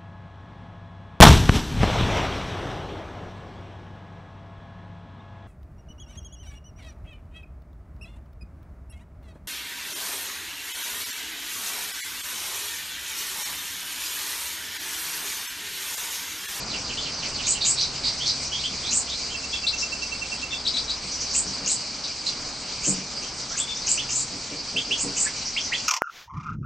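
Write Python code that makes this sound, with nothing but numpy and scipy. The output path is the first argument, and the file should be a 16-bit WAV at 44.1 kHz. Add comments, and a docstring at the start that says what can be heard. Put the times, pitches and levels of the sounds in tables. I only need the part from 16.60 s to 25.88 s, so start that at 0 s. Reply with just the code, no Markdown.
"""A wooden, wire-fronted aviary of finches, over far traffic noise and two wavering motor tones.
Close to the microphone fledglings beg with rasping rising cries and adults chirp: gliding whistles, echoed
by the boards; beak ticks are filtered cracks of noise. A trill of steady tones comes from farther off.
The rest of the flock blurs into a twitter of swelling noise bands, and dull knocks ring the wood's modes."""
import sys
import numpy as np
from scipy import signal
from scipy.fft import rfft, irfft
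from scipy.io import wavfile

SR = 44100
rng = np.random.default_rng(int(sys.argv[2]) if len(sys.argv) > 2 else 0)


def output_pcm(signal):
    """Save a mono or channel-first signal as 16-bit PCM at the path in sys.argv[1].

    Samples are clipped to [-1, 1] before scaling.
    """
    pcm = np.clip(np.atleast_2d(signal).T, -1, 1) * 32767
    wavfile.write(sys.argv[1], SR, np.round(pcm).astype(np.int16))


N = 409248  # length of the scene [samples]

# difference between the two microphone ports: (frequency [Hz], side minus mid [dB])
SIDE_LEVEL = [(60, -75), (110, -70), (210, -40), (400, -42.5), (750, -22.5), (1410, -10), (2640, -9.5),
              (4960, -11), (7000, -8.5), (9330, -4)]


def from_db(db):
    """Decibels to gain."""
    return 10 ** (np.asarray(db) / 20)


def rms_one(x):
    """Scale to unit rms."""
    return x / np.sqrt(np.mean(x ** 2) + 1e-20)


def in_time(rows):
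    """Columns of a table that starts with time [s], drawn as curves with one value per sample."""
    s, *columns = np.transpose(rows)
    return [np.interp(np.arange(N) / SR, s, column) for column in columns]


def wander(rate_hz):
    """Slow chance: white noise twice through a one-pole low-pass, scaled to a spread of 1."""
    r = np.exp(-2 * np.pi * rate_hz / SR)
    settled = signal.lfilter([1], [1, -2 * r, r * r], rng.standard_normal(N + SR))[SR:]
    return rms_one(settled)


def band_pass(order, edges_hz, x):
    """Keep the band between two edges [Hz]."""
    return signal.sosfilt(signal.butter(order, edges_hz, "band", fs=SR, output="sos"), x)


def coloured(x, spectrum):
    """Shape by a table of (frequency [Hz], gain [dB]), read along log frequency."""
    hz = np.maximum(np.arange(N // 2 + 1) * SR / N, 1)
    table_hz, table_db = np.transpose(spectrum)
    gain = from_db(np.interp(np.log(hz), np.log(table_hz), table_db))
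    return irfft(rfft(x) * gain, N)


def spread(mid, other):
    """Two close microphone ports: an unrelated twin of the sound makes the side, stronger in the treble."""
    side = coloured(other, SIDE_LEVEL)
    return np.array([mid + side, mid - side])


def add(out, s, note, pan_db):
    """Place a note at a time [s] and between the ports, left minus right [dB]."""
    i = round(s * SR)
    note = note[:N - i]
    out[:, i:i + len(note)] += note * from_db([[pan_db / 2], [-pan_db / 2]])


def traffic():
    """Far traffic: noise coloured mostly low, its level drifting by chance."""
    # (frequency [Hz], relative level [dB])
    colour = [(12, -38), (20, 3), (43, 0), (180, -1.5), (260, 1.5), (332, -4), (958, -4.5), (1410, -6.5),
              (1880, -11), (2350, -13), (2600, -15.5), (3380, -35), (5720, -120)]
    # (time [s], level [dB])
    level = [(0.0, -38.5), (2.02, -41), (9.28, -41.5)]
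    mid, other = rms_one(coloured(rng.standard_normal((2, N)), colour))
    return from_db(in_time(level)[0] + 0.69 * wander(2.5)) * spread(mid, other)


def motor_hum():
    """Two sine tones, alike at both ports, whose pitch wavers by about 1.5 Hz."""
    # (time [s], lower tone [dB], upper tone [dB])
    levels = [(0.0, -52, -51), (2.2, -49.5, -49), (2.5, -49, -65), (4.85, -51, -61), (5.1, -63, -64.5),
              (7.3, -60, -56), (7.6, -63, -47.5), (7.9, -61, -59.5), (9.28, -68, -58)]
    # (lower tone [Hz], upper tone [Hz])
    tones_hz = [65.8, 132.9]
    out = np.zeros(N)
    for hz, db in zip(tones_hz, in_time(levels)):
        phase = 2 * np.pi * np.cumsum(hz + 1.505 * wander(2.26)) / SR
        out += np.sqrt(2) * from_db(db) * np.sin(phase)
    return out


def flock():
    """So many overlapping notes, smeared by echoes, that they fuse to a hiss swelling band by band."""
    # slow ebb of the far flock: (time [s], level [dB])
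    level = [(0.0, -33), (2.14, -32), (3.0, -33.5), (9.28, -33.5)]
    # (frequency [Hz], relative gain [dB])
    colour = [(1180, -57.5), (2000, -20), (2370, -12), (2610, -16), (2810, -14), (3510, -18), (4450, -5.5),
              (4720, -2.5), (5460, -8), (5950, -9), (7400, -18), (8500, -16), (11000, -53.5), (18700, -120)]
    edges_hz = np.geomspace(1800, 9200, num=10)
    out = np.zeros((2, N))
    white = rng.standard_normal((2, 2, N))
    together = wander(8.6)
    for k, band in enumerate(zip(edges_hz, edges_hz[1:])):
        swell = from_db(together + 2.12 * wander(11.0))
        # neighbouring bands take unrelated noise
        out += swell * band_pass(2, band, white[k % 2])
    mid, other = rms_one(coloured(out, colour))
    return from_db(in_time(level)[0]) * spread(mid, other)


def whistle(s, length, glide_hz, rough, stroke_hz, flutter, attack=0.21, rasp_hz=300, overtone_db=-15):
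    """A syrinx glide through three pitches; quick upward strokes ride on it, roughness shakes and chops it."""
    strokes_per_s, pace_spread_db = 95, 5
    u = np.linspace(0, 1, max(round(length * SR), 8))
    shake, pulse, pace = flutter[:, round(s * SR):][:, :len(u)]
    rough = np.clip(rough, 0, 1)
    # each stroke climbs, then drops back at once
    stroke = np.cumsum(strokes_per_s * from_db(pace_spread_db * pace)) / SR % 1
    hz = np.interp(u, [0, .65, 1], glide_hz) + stroke_hz * stroke
    hz += rough * (rasp_hz + .25 * stroke_hz) * shake
    phase = 2 * np.pi * np.cumsum(hz) / SR
    # the attack is a share of the note
    breath = np.sin(np.pi / 2 * np.minimum(u / attack, 1)) * np.sqrt(np.cos(np.pi / 2 * u ** 3.6))
    # roughness also weakens the overtones
    overtones = from_db(overtone_db) * (1 - rough) ** 2 * (np.sin(2 * phase) + np.sin(3 * phase))
    return rms_one(breath * (np.sin(phase) + overtones) * (1 - rough + rough * pulse))


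def falling_pairs():
    """A far bird repeats a pair of falling notes at a steady pace."""
    # (time into the pair [s], length [s], pitch at 65 % of the note [Hz], level [dB], left minus right [dB])
    pair = [(-.05, .05, 4280, -36, -2), (0.0, .047, 2690, -37, -6.5)]
    pairs, first_s, every_s = 7, -.038, .164
    rows = [(first_s + k * every_s + s, *rest) for k in range(pairs) for s, *rest in pair]
    return [row for row in rows if row[0] >= 0]


def upsweeps():
    """Clean upsweeps, from different depths through one pitch to one end, as rows for chirps()."""
    # (time [s], length [s], start [Hz], level [dB], left minus right [dB])
    sweeps = [(7.373, 0.038, 2295, -29.5, -3), (8.161, 0.032, 2463, -23.5, -1.8),
              (8.308, 0.032, 2340, -23, -3), (8.962, 0.03, 1950, -26, -1.8),
              (9.117, 0.041, 1520, -26.5, -2)]
    turn_hz, end_hz = 3197, 3470
    rough, stroke_hz, echo_db = .18, 200, -2.2  # roughness 0-1, stroke height, echo relative to the note
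    return [(s, length, [start_hz, turn_hz, end_hz], db, pan_db, rough, stroke_hz, echo_db)
            for s, length, start_hz, db, pan_db in sweeps]


def chirps(flutter):
    """Adult notes: each kind of chirp has its own glide, roughness and strokes; gives (s, note, pan, echo)."""
    # by kind: (start pitch [ratio], end pitch [ratio], roughness [0-1], height of the upward strokes [Hz],
    # echo relative to the note [dB]); the ratios are to the pitch at 65 % of the note
    voices = {"falling": (1.14, .9, 0.5, 159.5, -3.5), "rasp": (0.99, 1.08, 0.26, 1251, -3),
              "whip": (.8, 1.2, .17, 751, -1), "slide": (.83, 1.05, 0.23, 260, 2.2),
              "climb": (.8, 1.2, .2, 450, 3), "peep": (1.0, 1.01, 0.24, 100, 1),
              "buzz": (1.0, 0.97, .66, 600, -0.5), "pipe": (.97, 1.8, 0.24, 38, -7.5)}
    # by kind: (time [s], length [s], pitch at 65 % of the note [Hz], level [dB], left minus right [dB])
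    chirped = { "rasp": [(0.835, 0.047, 3540, -34, -4), (1.007, 0.059, 3600, -25.5, -3),
               (1.17, 0.077, 3700, -26, -2), (1.432, 0.067, 3700, -26, -3), (1.652, 0.068, 3800, -26, -2),
               (5.093, 0.031, 3700, -32.5, 1), (5.434, 0.035, 3670, -34, 2), (5.66, 0.041, 3750, -27, -3)],
               "whip": [(3.065, 0.027, 3960, -22.5, 3.7), (4.064, 0.024, 4120, -22.5, 3.5),
               (4.165, 0.028, 4050, -25.5, 3), (4.293, 0.03, 4050, -27.5, 2)],
               "pipe": [(6.905, 0.029, 1360, -43, -0.5), (6.932, 0.037, 1615, -41.5, 0),
               (8.643, 0.02, 1350, -46, 4), (8.661, 0.0225, 1680, -32, -3), (8.678, 0.014, 2000, -42, -3)],
               "slide": [(0.37, 0.027, 3280, -33, 0), (1.596, 0.058, 3370, -35.5, -4),
               (1.913, 0.056, 3260, -33.5, -3), (1.982, 0.04, 3960, -37, -4),
               (2.036, 0.031, 3270, -30.5, -1), (2.685, 0.05, 3050, -43, -5), (6.612, 0.05, 2930, -46, -4)],
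               "climb": [(2.232, 0.075, 3760, -35.5, -5), (2.478, 0.095, 3760, -37.5, -2)],
               "peep": [(2.923, 0.043, 3322, -33, 5), (3.904, 0.055, 3480, -35.5, 4),
               (4.05, 0.011, 3900, -30.5, 5), (4.138, 0.018, 3920, -29, 6.2), (4.279, 0.012, 3920, -33, 3),
               (6.994, 0.034, 3400, -33.5, 1), (7.077, 0.049, 3440, -36, 6), (7.164, 0.02, 3524, -41, 1),
               (7.487, 0.019, 2720, -41, -4)], "buzz": [(1.199, 0.04, 5100, -31.5, 2),
               (1.657, 0.05, 5300, -31, 0), (3.175, 0.055, 5400, -30.5, 3), (4.509, 0.052, 5430, -33, 0),
               (4.59, 0.052, 5510, -32, -1), (4.696, 0.048, 5460, -33.5, -1),
               (4.862, 0.041, 5330, -36, 0.0), (6.621, 0.024, 5770, -39, 1), (6.89, 0.048, 5600, -36, -1.7),
               (7.146, 0.05, 5500, -36, 0), (7.351, 0.042, 5790, -35, 0.1), (8.846, 0.051, 5310, -33, 0.3),
               (8.989, 0.089, 5350, -34.5, 1)]}
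    rows = []
    for kind, notes in [("falling", falling_pairs()), *chirped.items()]:
        start, end, *manner = voices[kind]
        for s, length, pitch_hz, db, pan_db in notes:
            rows.append((s, length, pitch_hz * np.array([start, 1, end]), db, pan_db, *manner))
    for s, length, glide_hz, db, pan_db, rough, stroke_hz, echo_db in rows + upsweeps():
        note = from_db(db) * whistle(s, length, glide_hz, rough, stroke_hz, flutter)
        yield s, note, pan_db, echo_db


def begging(flutter):
    """Fledglings: very rough rising cries, a short low glide just inside each; gives (s, note, pan, echo)."""
    # (time [s], length [s], start [Hz], pitch reached and held [Hz], level [dB], left minus right [dB]);
    # the strokes and the rasp ride on these pitches
    cries = [(0.854, 0.08, 5740, 7820, -22.5, -2), (1.037, 0.091, 6160, 7890, -22, -0.5),
             (2.301, 0.099, 6240, 7980, -23, 0.5), (4.733, 0.079, 6800, 7860, -22.5, -0.5),
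             (5.049, 0.1, 5420, 7960, -24.5, 0), (6.226, 0.092, 6300, 7600, -24, -0.5),
             (6.964, 0.049, 5460, 8160, -25.5, 1), (7.257, 0.089, 5370, 7870, -23.5, 0),
             (7.477, .15, 5860, 7250, -27.5, 0), (8.375, 0.062, 5800, 7830, -27, -1),
             (8.55, 0.11, 6250, 7670, -24, -1)]
    under_lag_s, under_length_s, under_db = .012, .024, -13  # level relative to the cry
    echo_db = -3.0
    for s, length, start_hz, top_hz, db, pan_db in cries:
        cry = whistle(s, length, [start_hz, top_hz, top_hz], .8, 300, flutter,
                      attack=0.62, rasp_hz=602, overtone_db=-56)
        under = whistle(s, under_length_s, [2200, 2850, 3100], 0.36, 100, flutter, attack=0.37)
        yield s, from_db(db) * cry, pan_db, echo_db
        yield s + under_lag_s, from_db(db + under_db) * under, pan_db, echo_db


def beak_ticks():
    """Hard beak ticks: bursts of noise dying within milliseconds, in a band; gives (s, note, pan, echo)."""
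    # (time [s])
    times = [3.205, 2.5, 4.078]
    # (lower edge [Hz], upper edge [Hz])
    band_hz = [3730, 6570]
    peak_db = -15.5
    decay = np.exp(-np.arange(round(.01 * SR)) / SR / 0.00045)
    cracks = band_pass(2, band_hz, rng.standard_normal((len(times), len(decay))) * decay)
    for s, crack in zip(times, cracks):
        yield s, from_db(peak_db) * crack / np.abs(crack).max(), 0, 0


def near_birds():
    """Chirps, begging and ticks close by: the direct sound and what feeds the echoes."""
    direct, echo = np.zeros((2, 2, N))
    flutter = np.array([wander(255), wander(510), wander(60)])  # shake, pulse, pace of the strokes
    for s, note, pan_db, echo_db in [*chirps(flutter), *begging(flutter), *beak_ticks()]:
        add(direct, s, note, pan_db)
        add(echo, s, from_db(echo_db) * note, pan_db)
    return direct, echo


def aviary(x):
    """Dense early echoes off boards and roof stop when the far wall has answered; a faint tail follows."""
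    t60_s, far_wall_s, tail_db = 0.33, 0.042, -6.5
    t = np.arange(round(t60_s * SR)) / SR
    early = 1 / (1 + np.exp((t - far_wall_s) / 0.0022))
    shape = (early + from_db(tail_db)) * from_db(-60 * t / t60_s) * (t > .004)
    shared, own = rng.standard_normal((2, len(t))) * shape / np.sqrt(np.sum(shape ** 2))
    wet = signal.fftconvolve(x, [shared], axes=1)[:, :N]
    wide = signal.fftconvolve(x.mean(axis=0), own)[:N]
    # the wide part enters the two ports with opposite sign
    return wet + from_db(2.0) * coloured(wide, SIDE_LEVEL) * [[1], [-1]]


def knocks():
    """A soft, drawn-out contact drives the wood's modes, most those near the place struck."""
    # (time, 8 ms after the onset [s], relative level [dB], centre of the modes struck [Hz])
    blows = [(2.113, -38.5, 220), (4.427, -40, 177.5), (4.849, -34.5, 178), (5.016, -38.5, 258),
             (6.275, -24, 159), (6.372, -35.5, 169), (7.72, -36, 243), (7.909, -32.5, 275),
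             (8.145, -31, 252), (8.289, -37, 407), (8.439, -31, 250)]
    # modes of the wood: (frequency [Hz], relative level [dB], time to fall 60 dB [s])
    modes = [(149, 1.5, 0.16), (189, 5.5, 0.18), (259, 4, 0.12), (282.6, 1, 0.22), (344, -2, .1),
             (400.7, 1, 0.24), (475, 2, 0.22), (570, -2, 0.057), (640, -10, .1)]
    out = np.zeros(N)
    t = np.arange(round(0.064 * SR)) / SR
    contact = np.exp(-t / 0.052) * np.minimum(t * 100, 1)
    pushes = rng.standard_normal((len(blows), len(t))) * contact
    for hz, mode_db, t60 in modes:
        force = np.zeros(N)
        for (s, db, centre_hz), push in zip(blows, pushes):
            i = round((s - .008) * SR)
            # 6.4 dB weaker for each octave from the centre
            force[i:i + len(t)] += push * from_db(db + mode_db - 32.0 - 6.4 * abs(np.log2(hz / centre_hz)))
        r = from_db(-60 / (t60 * SR))
        w = 2 * np.pi * hz / SR
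        out += signal.lfilter([.5, 0, -.5], [1, -2 * r * np.cos(w), r * r], force + 1e-18)
    return band_pass(3, [115, 680], out)


def trill():
    """Smooth notes on fixed tones, from far enough that one wall answers each note."""
    # (time, 8 ms after the onset [s], level [dB])
    notes = [(2.7464, -30), (2.837, -33.5), (2.936, -28.5), (3.039, -28), (3.1334, -28), (3.2277, -26),
             (3.3238, -28), (3.424, -29), (3.521, -28), (3.6187, -27.5), (3.7213, -28.5), (3.8288, -28.5),
             (3.9273, -28.5)]
    # (frequency [Hz], level relative to the note [dB])
    tones = [(2688, -2), (6132, -13), (7504, -21)]
    note_s, pan_db, echo_s, echo_db = 0.031, -15.5, .029, -9.5
    out = np.zeros((2, N))
    t = np.arange(round(note_s * SR)) / SR
    swell = np.sin(np.pi * (t / note_s) ** 1.2)
    phases = rng.uniform(0, 2 * np.pi, (len(notes), len(tones)))
    for (s, db), phase in zip(notes, phases):
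        chord = sum(from_db(v) * np.sin(2 * np.pi * hz * t + p) for (hz, v), p in zip(tones, phase))
        note = from_db(db) * chord * swell
        add(out, s - .008, note, pan_db)
        add(out, s - .008 + echo_s, from_db(echo_db) * note, pan_db)
    return out


def scene():
    """All sources; the near birds also sound through the aviary's echoes."""
    far = traffic() + motor_hum() + flock()
    birds, echo = near_birds()
    return far + birds + aviary(echo) + knocks() + trill()


def record(dry):
    """The difference between left and right is high-passed, so the bass is centred; two steep low-passes
    in a row close the top."""
    first_hz, second_hz = 8620, 9900  # pass-band edge of the first, stop-band edge of the second
    mid, side = (dry[0] + dry[1]) / 2, (dry[0] - dry[1]) / 2
    side = signal.sosfilt(signal.butter(6, 330, "high", fs=SR, output="sos"), side)
    first = signal.ellip(8, .3, 38, first_hz, fs=SR, output="sos")
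    second = signal.cheby2(8, 45, second_hz, fs=SR, output="sos")
    return signal.sosfilt(np.vstack([first, second]), [mid + side, mid - side])


dry = scene()
out = record(dry)
output_pcm(out)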